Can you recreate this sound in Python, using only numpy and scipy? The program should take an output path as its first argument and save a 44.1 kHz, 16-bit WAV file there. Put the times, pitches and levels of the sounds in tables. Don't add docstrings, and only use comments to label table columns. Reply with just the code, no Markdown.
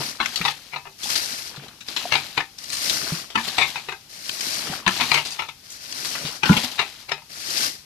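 import sys
import numpy as np
from scipy import signal
from scipy.fft import rfft, irfft, next_fast_len
from scipy.io import wavfile
from scipy.ndimage import uniform_filter1d

SR = 44100
rng = np.random.default_rng(int(sys.argv[2]) if len(sys.argv) > 2 else 0)


def store_wav(level_fs):
    pcm = np.round(np.clip(np.atleast_2d(level_fs), -1, 1) * 32767)
    wavfile.write(sys.argv[1], SR, pcm.T.astype(np.int16))


N = 346163
TIME = np.arange(N) / SR
HIT_TIME = TIME[:SR // 3]
LEAD_S = .015


def undb(db):
    return 10 ** (np.asarray(db) / 20)


def level(x, db=0):
    return x * undb(db) / np.sqrt(np.mean(x ** 2))


def add(out, s, sound):
    start = max(int(s * SR), 0)
    out[..., start:start + sound.shape[-1]] += sound[..., :N - start]


def along(points, hz):
    f, value = np.transpose(points)
    return np.interp(np.log(hz + 1), np.log(f), value)


def ramp(t, length):
    return np.clip(t / length, 0, 1)


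def fall(t, db_per_s):
    return undb(-db_per_s * np.maximum(t, 0))


def place(pair, colour, balance, alike_hz=1100, tilt=0):
    size = next_fast_len(pair.shape[1] + 2048, True) // 2 * 2
    hz = np.arange(size // 2 + 1) * SR / size
    turn = np.pi / 4 * (hz + 1) / np.hypot(hz + 1, alike_hz)
    mid, side = rfft(pair, size)
    shared, apart = mid * np.cos(turn), side * np.sin(turn)
    ears = np.array([shared + apart, shared - apart])
    lean = undb(along(balance, hz))
    pan = np.array([lean, np.ones_like(lean)]) / np.hypot(lean, 1)
    log_gain = np.log(undb(along(colour, hz))) + tilt * np.log(np.clip(hz, 700, 6000) / 2000)
    cepstrum = irfft(log_gain)
    causal = np.exp(rfft(2 * cepstrum[:size // 2], size) - cepstrum[0])
    return irfft(ears * causal * pan)[:, :pair.shape[1]]


def contacts(length, rate, bounce, scrape=0):
    t = HIT_TIME - LEAD_S
    before = scrape * undb(20 * np.minimum(t, 0) / LEAD_S)
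    after = bounce * undb(-40 * np.abs(t) / np.clip(length, .004, .25))
    size = np.where(t < 0, before, after)
    train = (rng.random(len(t)) < rate / SR) * rng.standard_normal(len(t)) * size
    train[int(LEAD_S * SR)] = 1
    return train[None]


def burst(t60):
    return rng.standard_normal((2, len(HIT_TIME))) * np.exp(-np.log(1000) * HIT_TIME / t60)


def attack(x):
    return x / np.sqrt(uniform_filter1d(np.mean(np.atleast_2d(x), axis=0) ** 2, SR // 125).max())


# pitch in Hz, relative level in dB, t60 in s at a damping of 1.
WALL_MODES = [(145.8, -8, 0.26), (424, -12, 0.067), (785, -6, 0.24), (903.5, 1, 0.14), (964, 7, 0.053),
              (1269, -1.5, 0.14), (1348, 0, 0.098), (1630, -25, 0.099), (2070, -1, 0.14),
              (2440, -1.5, 0.14), (2570, 1.5, 0.2), (2848, 6, 0.059), (3860, -12, 0.043)]
# frequency in Hz, left minus right in dB.
BUCKET_LEAN = [(400, 2.5), (950, 1.5), (2300, 16), (4400, 16), (7500, 4), (10500, -42)]


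def bucket_ring(damping):
    hz, db, t60 = np.transpose(WALL_MODES)[:, :, None]
    weight, detune, phase = rng.standard_normal((3, len(hz), 1))
    modes = undb(db + 0.65 * weight) * np.exp(-np.log(1000) * HIT_TIME * damping / t60)
    modes = modes * np.sin(2 * np.pi * hz * (1 + 0.0047 * detune) * HIT_TIME + np.pi * phase)
    lean = undb(along(BUCKET_LEAN, hz))
    return np.array([np.sum(modes * side / np.hypot(lean, 1), axis=0) for side in (lean, 1)])


def blows(s, db, gap, rebound_db, length):
    return [(s, db, 0.9 * length), (s + gap, rebound_db, length)]


def knocks(table, colour, gain_db, ring_db, damping, crack_t60, bounce, scrape_db, bank_db, uneven_db):
    out = np.zeros((2, N))
    for *knock, tilt in table:
        for s, db, length in blows(*knock):
            scrape = min(undb(scrape_db - db), 0.5)
            train = contacts(length, rate=1100, bounce=bounce, scrape=scrape)
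            spot = [(hz, along(colour, hz) + uneven_db * rng.standard_normal())
                    for hz in np.geomspace(60, 15000, num=60)]
            noise = burst(crack_t60) + undb(bank_db) * burst(0.16)
            crack = place(noise, spot, BUCKET_LEAN, alike_hz=970, tilt=tilt)
            crack = signal.fftconvolve(crack, train, axes=1)[:, :len(HIT_TIME)]
            add(out, s - LEAD_S, undb(db + gain_db) * attack(crack))
            add(out, s, undb(0.73 * db + gain_db + ring_db) * attack(bucket_ring(damping)))
    return out


# start in seconds, level in dB before the trim, rebound delay in s,
# rebound level in dB before the trim, chatter length in s, tilt (exponent, + brighter, - duller).
FULL_HITS = [(0.202, -10.5, 0.025, -19.5, 0.049, -0.83), (0.259, -13.5, 0.012, -42, 0.01, -0.14),
             (3.355, -9, 0.021, -14, 0.066, -0.78), (4.865, -8.5, 0.013, -6.5, 0.037, -0.5),
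             (6.433, -7.5, 0.023, -12, 0.05, -0.62), (6.492, -9.5, 0.039, -16.5, 0.12, -1.3)]
# frequency in Hz, relative level in dB.
FULL_TONE = [(120, -29.5), (200, -15.5), (435, -21.5), (521, -30.5), (1050, -2.5), (1220, -7.5),
             (1660, 0.5), (1880, -6.5), (2900, -2), (7970, -21), (13200, -36), (15000, -54)]


def full_knocks():
    return knocks(FULL_HITS, FULL_TONE, gain_db=-8.5, ring_db=-27.0, damping=1.3, crack_t60=0.026,
                  bounce=0.56, scrape_db=-28, bank_db=-14.0, uneven_db=4.5)


# start in seconds, level in dB before the
# trim, rebound delay in s, rebound level in dB before the trim, chatter length in s, tilt (exponent).
EMPTY_HITS = [(0.451, -11.5, 0.031, -12.5, 0.033, -0.49), (0.734, -23, 0.026, -21.5, 0.047, -0.77),
              (0.855, -35.5, 0.014, -37, 0.048, -1.75), (2.122, -9.5, 0.031, -10.5, 0.073, -0.63),
              (2.377, -9.5, 0.026, -16.5, 0.022, -0.47), (3.583, -9, 0.031, -8, 0.079, -0.54),
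              (3.757, -21, 0.019, -27.5, 0.045, -0.3), (3.886, -21, 0.037, -25.5, 0.064, -0.76),
              (4.997, -17.5, 0.013, -11, 0.048, -0.82), (5.116, -6, 0.026, -9, 0.02, -0.38),
              (5.155, -11.5, 0.019, -14, 0.077, -0.53), (5.394, -17, 0.027, -23.5, 0.036, -0.7),
              (5.489, -26, 0.015, -42, 0.035, -0.029), (6.792, -10, 0.027, -20.5, 0.053, -0.67),
              (7.093, -25.5, 0.025, -14, 0.015, -0.45), (7.18, -36.5, 0.04, -46, 0.026, -1.2)]
# frequency in Hz, relative level in dB.
EMPTY_TONE = [(59, -24), (100, -22), (204, -27.5), (407, -11.5), (546, -20), (942, -4.5), (1530, -10),
              (2320, 3.5), (3110, -6), (3920, 0.5), (8340, -22), (13500, -33.5), (15000, -61)]


def empty_knocks():
    return knocks(EMPTY_HITS, EMPTY_TONE, gain_db=-7.5, ring_db=-8.0, damping=1.0, crack_t60=0.021,
                  bounce=1.0, scrape_db=-18, bank_db=-12.0, uneven_db=4.0)


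def bubble(hz, t60, rise, swell):
    t = TIME[:int(max(t60, .002) * SR)]
    phase = 2 * np.pi * np.cumsum(hz * 2 ** (rise * t)) / SR
    return np.sin(phase) * 1000 ** (-t / t60) * (1 - np.exp(-t / swell))


# start in seconds, peak of the ring in dB, starting pitch in Hz, t60 in s.
AIR_POCKETS = [(0.0, -28, 142, 0.1), (0.405, -27, 173, 0.086), (1.057, -30.5, 830, 0.035),
               (1.577, -34.5, 140, 0.17), (2.054, -20.5, 705, 0.043), (3.122, -17.5, 162, 0.076),
               (3.368, -29.5, 223, 0.27), (4.699, -25.5, 177, 0.052), (4.73, -26, 767, 0.049),
               (4.867, -20, 186, 0.14), (6.246, -28.5, 146, 0.12), (6.497, -4.5, 163.3, 0.12),
               (6.509, -4, 204, 0.062), (6.563, -23.5, 214, 0.16), (6.637, -27.5, 241, 0.125)]
# frequency in Hz, relative level in dB.
THUD_TONE = [(30, -28), (110, 2), (200, 4), (370, -4), (600, -21), (3000, -69)]
# frequency in Hz, left minus right in dB.
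WATER_LEAN = [(700, 3.5), (1300, 2.5), (2400, 10), (4900, 13), (8000, -2), (14000, -2.5)]


def gulps(rise=1.0, thud_db=-14, shed_db=-19):
    out = np.zeros((2, N))
    for s, db, hz, t60 in AIR_POCKETS:
        ring = bubble(hz, t60, rise, swell=0.31 / hz)
        add(out, s, undb(db) * ring / np.abs(ring).max())
        if hz < 400:
            thud = place(burst(1.2 * t60), THUD_TONE, WATER_LEAN)
            add(out, s, undb(db + thud_db) * attack(thud))
            for delay, size in rng.random((5, 2)):
                small_hz = hz * (2 + 5 * size)
                small = bubble(small_hz, 18 / small_hz, 3.2, swell=.5 / small_hz)
                add(out, s + 0.076 * delay, undb(db + shed_db) * 2 * hz / small_hz * small)
    return out


def walk(rate):
    k = int(SR / rate)
    steps = np.repeat(rng.standard_normal(N // k + 1), k)
    return 1.3 * uniform_filter1d(uniform_filter1d(steps, k), k)[:N]


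def bubbles(count, low_hz, high_hz, cycles, spread_db):
    out = np.zeros((2, N))
    for when, size, loud, life, left, right in rng.random((count, 6)):
        hz = low_hz * (high_hz / low_hz) ** size
        t60 = cycles * (.5 + life) / hz
        gain = undb(-spread_db * np.log(0.25 + loud)) * hz / high_hz
        ring = gain * bubble(hz, t60, 0.26 / t60, swell=.5 / hz)
        add(out, when * N / SR, np.outer([np.sign(left - .5), 2 * right - 1], ring))
    return level(out)


def patter(rate, spread_db, smear_s):
    drops = (rng.random(N) < rate / SR) * undb(spread_db * np.minimum(rng.exponential(size=N), 5))
    power = signal.lfilter([1], [1, -np.exp(-1 / (smear_s * SR))], drops ** 2)
    return level(np.sqrt(power) * rng.standard_normal((2, N)))


def splats(rate, cycles, spread_db):
    out = np.zeros((2, N))
    for hz in np.geomspace(1200, 11000, num=12):
        crowd = hz / 2500
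        drops, count = np.zeros((2, N)), int(rate * crowd * N / SR)
        when, size, left, right = rng.random((count, 4)).T
        sides = np.array([np.sign(left - .5), 2 * right - 1])
        drops[:, (when * N).astype(int)] = sides * undb(-spread_db * np.log(0.024 + size))
        out += signal.lfilter(*signal.iirpeak(hz, cycles, fs=SR), drops) / np.sqrt(crowd)
    return level(out)


# frequency in Hz, relative level in dB.
SLOSH_TONE = [(30, -16), (80, -2.5), (150, 3.5), (450, -7), (900, -5), (1700, -0.5), (3200, 3.5),
              (8000, -56)]


def water(fine, heavy, colour, hiss_db, slosh_db, drop_rate, spread_db):
    larger = undb(-3.5) * splats(rate=220, cycles=7, spread_db=3)
    drops = patter(drop_rate, spread_db, smear_s=0.0037) + larger
    spray = level(place(drops, colour, WATER_LEAN), hiss_db)
    gurgle = undb(-5) * bubbles(count=3000, low_hz=220, high_hz=1500, cycles=9, spread_db=3)
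    lumps = patter(500, 0.97, smear_s=0.014) + gurgle
    slosh = level(place(lumps, SLOSH_TONE, WATER_LEAN), slosh_db)
    surge = undb(walk(60))
    return surge * (fine * spray + heavy * slosh)


# time of the fullest slosh in seconds, its level in dB before mixing.
DIP_TIMES = [(0.0, -35), (1.63, -45.5), (3.11, -39.5), (4.73, -36.5), (6.259, -40)]
DIP_RISE_DB_PER_S, DIP_FALL_DB_PER_S = 53, 107


def dip_flow():
    flow = 0
    for s, db in DIP_TIMES:
        flow = flow + undb(db) * fall(s - TIME, DIP_RISE_DB_PER_S) * fall(TIME - s, DIP_FALL_DB_PER_S)
    return flow


# start in seconds, rush level in dB before mixing,
# length of the swing in s, level of the trailing dribble in dB before mixing.
SWINGS = [(0.188, -41.5, 0.33, -49), (1.848, -41, 0.42, -47.5), (3.356, -38.5, 0.35, -46),
          (4.859, -35, 0.32, -42.5), (6.442, -33.5, 0.21, -42)]
POUR_ATTACK_S, POUR_FALL_DB_PER_S, DRIBBLE_FALL_DB_PER_S = 0.057, 154, 24.5
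DRIBBLE_END_S = 0.58


def pour_flow():
    flow = np.zeros(N)
    for s, db, swing, dribble_db in SWINGS:
        t = TIME - s
        rush = undb(db) * fall(t - swing, POUR_FALL_DB_PER_S)
        dribble = undb(dribble_db) * fall(t - swing, DRIBBLE_FALL_DB_PER_S)
        dribble = dribble * fall(t - DRIBBLE_END_S, POUR_FALL_DB_PER_S)
        flow += ramp(t, POUR_ATTACK_S) * np.maximum(rush, dribble)
    return flow


# frequency in Hz, relative level in dB.
RUSH_TONE = [(350, -37.5), (600, -6), (765, -0.5), (1350, -9), (1630, -4), (4290, 3.5), (8520, -11),
             (13300, -10), (15000, -26)]
POUR_SLOSH_DB = -7.5
DIP_SPRAY_DB = -8.5


def pours_and_dips():
    pouring, filling = pour_flow(), dip_flow()
    fine = pouring + undb(DIP_SPRAY_DB) * filling
    heavy = undb(POUR_SLOSH_DB) * pouring + filling
    return water(fine, heavy, RUSH_TONE, hiss_db=7.0, slosh_db=4.0, drop_rate=7300, spread_db=6.0)


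# first drops in seconds, peak level in dB before mixing,
# build-up in s, thinning-out in s.
LANDINGS = [(-0.4, -31.5, 0.36, 0.15), (0.978, -28, 0.13, 0.38), (2.575, -27.5, 0.32, 0.32),
            (4.088, -29.5, 0.4, 0.27), (5.628, -33, 0.46, 0.28), (7.29, -26, 0.32, 0.059)]
SHOWER_ONSET_S, FIRST_DROPS_DB = 0.012, -19.5
THINNING_DB_PER_S, LAST_DROPS_DB_PER_S = 34, 158


def shower_flow():
    flow = np.zeros(N)
    for s, db, build, thin in LANDINGS:
        t = TIME - s
        swell = ramp(t, SHOWER_ONSET_S) * undb(db + FIRST_DROPS_DB * (1 - ramp(t, build)))
        thinning = fall(t - build, THINNING_DB_PER_S)
        flow += swell * thinning * fall(t - build - thin, LAST_DROPS_DB_PER_S)
    return flow


def from_left(pair, lag_s):
    return np.array([pair[0], np.interp(TIME - lag_s, TIME, pair[1])])


# frequency in Hz, relative level in dB.
SHOWER_TONE = [(350, -31), (600, -8), (715, -9), (961, -13.5), (1960, -7.5), (3460, -7), (4400, 0),
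               (5600, -1.5), (7150, -10), (13500, -10), (15000, -33)]
SHOWER_LUMPS_DB = -13.5


def showers():
    landing = shower_flow()
    fallen = water(landing, undb(SHOWER_LUMPS_DB) * landing, SHOWER_TONE,
                   hiss_db=5.5, slosh_db=5.5, drop_rate=1300, spread_db=1.5)
    return from_left(fallen, lag_s=0.0004)


# start in seconds, level in dB before the trim,
# brightness (centre of the tone) in Hz, length of the spatter in s.
SLAPS = [(0.358, -15, 4230, 0.13), (0.413, -16.5, 2500, 0.036), (1.033, -21.5, 5340, 0.048),
         (1.0996, -24, 5270, 0.2), (1.1553, -12.5, 4070, 0.032), (1.56, -32, 3980, 0.059),
         (1.682, -35, 4120, 0.04), (1.807, -31.5, 3820, 0.09), (1.885, -22.5, 3970, 0.02),
         (1.9636, -15.5, 3640, 0.1), (2.584, -29, 5200, 0.028), (2.6394, -28, 5300, 0.018),
         (2.701, -23, 4940, 0.014), (2.7234, -19, 5550, 0.27), (2.8956, -13, 4740, 0.07),
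         (3.3018, -30.5, 3360, 0.11), (3.475, -20, 4100, 0.1), (4.2936, -19, 3340, 0.0076),
         (4.4074, -18.5, 4970, 0.012), (5.2502, -22, 4800, 0.1), (5.306, -25.5, 5100, 0.11),
         (5.701, -34, 6750, 0.17), (5.925, -25, 4900, 0.006), (6.048, -22.5, 4400, 0.051),
         (6.151, -22, 2040, 0.048), (6.251, -24, 4060, 0.13), (6.526, -17, 2480, 0.026),
         (6.567, -13, 2660, 0.044)]


def smacks(gain_db=-7, ring_t60=0.024):
    out = np.zeros((2, N))
    shape = ((.2, -15.5), (.45, -8), (1, 2), (1.5, -8.5), (3, -24))
    for s, db, bright_hz, length in SLAPS:
        train = contacts(length, rate=1900, bounce=1.0)
        spatter = signal.fftconvolve(burst(ring_t60), train, axes=1)[:, :len(HIT_TIME)]
        colour = [(bright_hz * ratio, tone_db) for ratio, tone_db in shape]
        add(out, s - LEAD_S, undb(db + gain_db) * attack(place(spatter, colour, WATER_LEAN)))
    return out


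# frequency in Hz, relative level in dB.
AIR_TONE = [(18, -30), (30, 7), (136, 12), (511, -0.5), (1400, 0), (5200, 9), (7800, -1), (13500, 0),
            (15000, -40)]


def air(rms_db=-49):
    return level(place(rng.standard_normal((2, N)), AIR_TONE, WATER_LEAN), rms_db)


def scene():
    bucket = full_knocks() + empty_knocks()
    falling = showers()
    return bucket + falling + pours_and_dips() + smacks() + gulps() + air()


def record(dry):
    top_cut = signal.ellip(8, .1, 60, 14600, fs=SR, output="sos")
    return signal.sosfiltfilt(top_cut, np.clip(dry, -1, 1))


dry = scene()
out = record(dry)
store_wav(out)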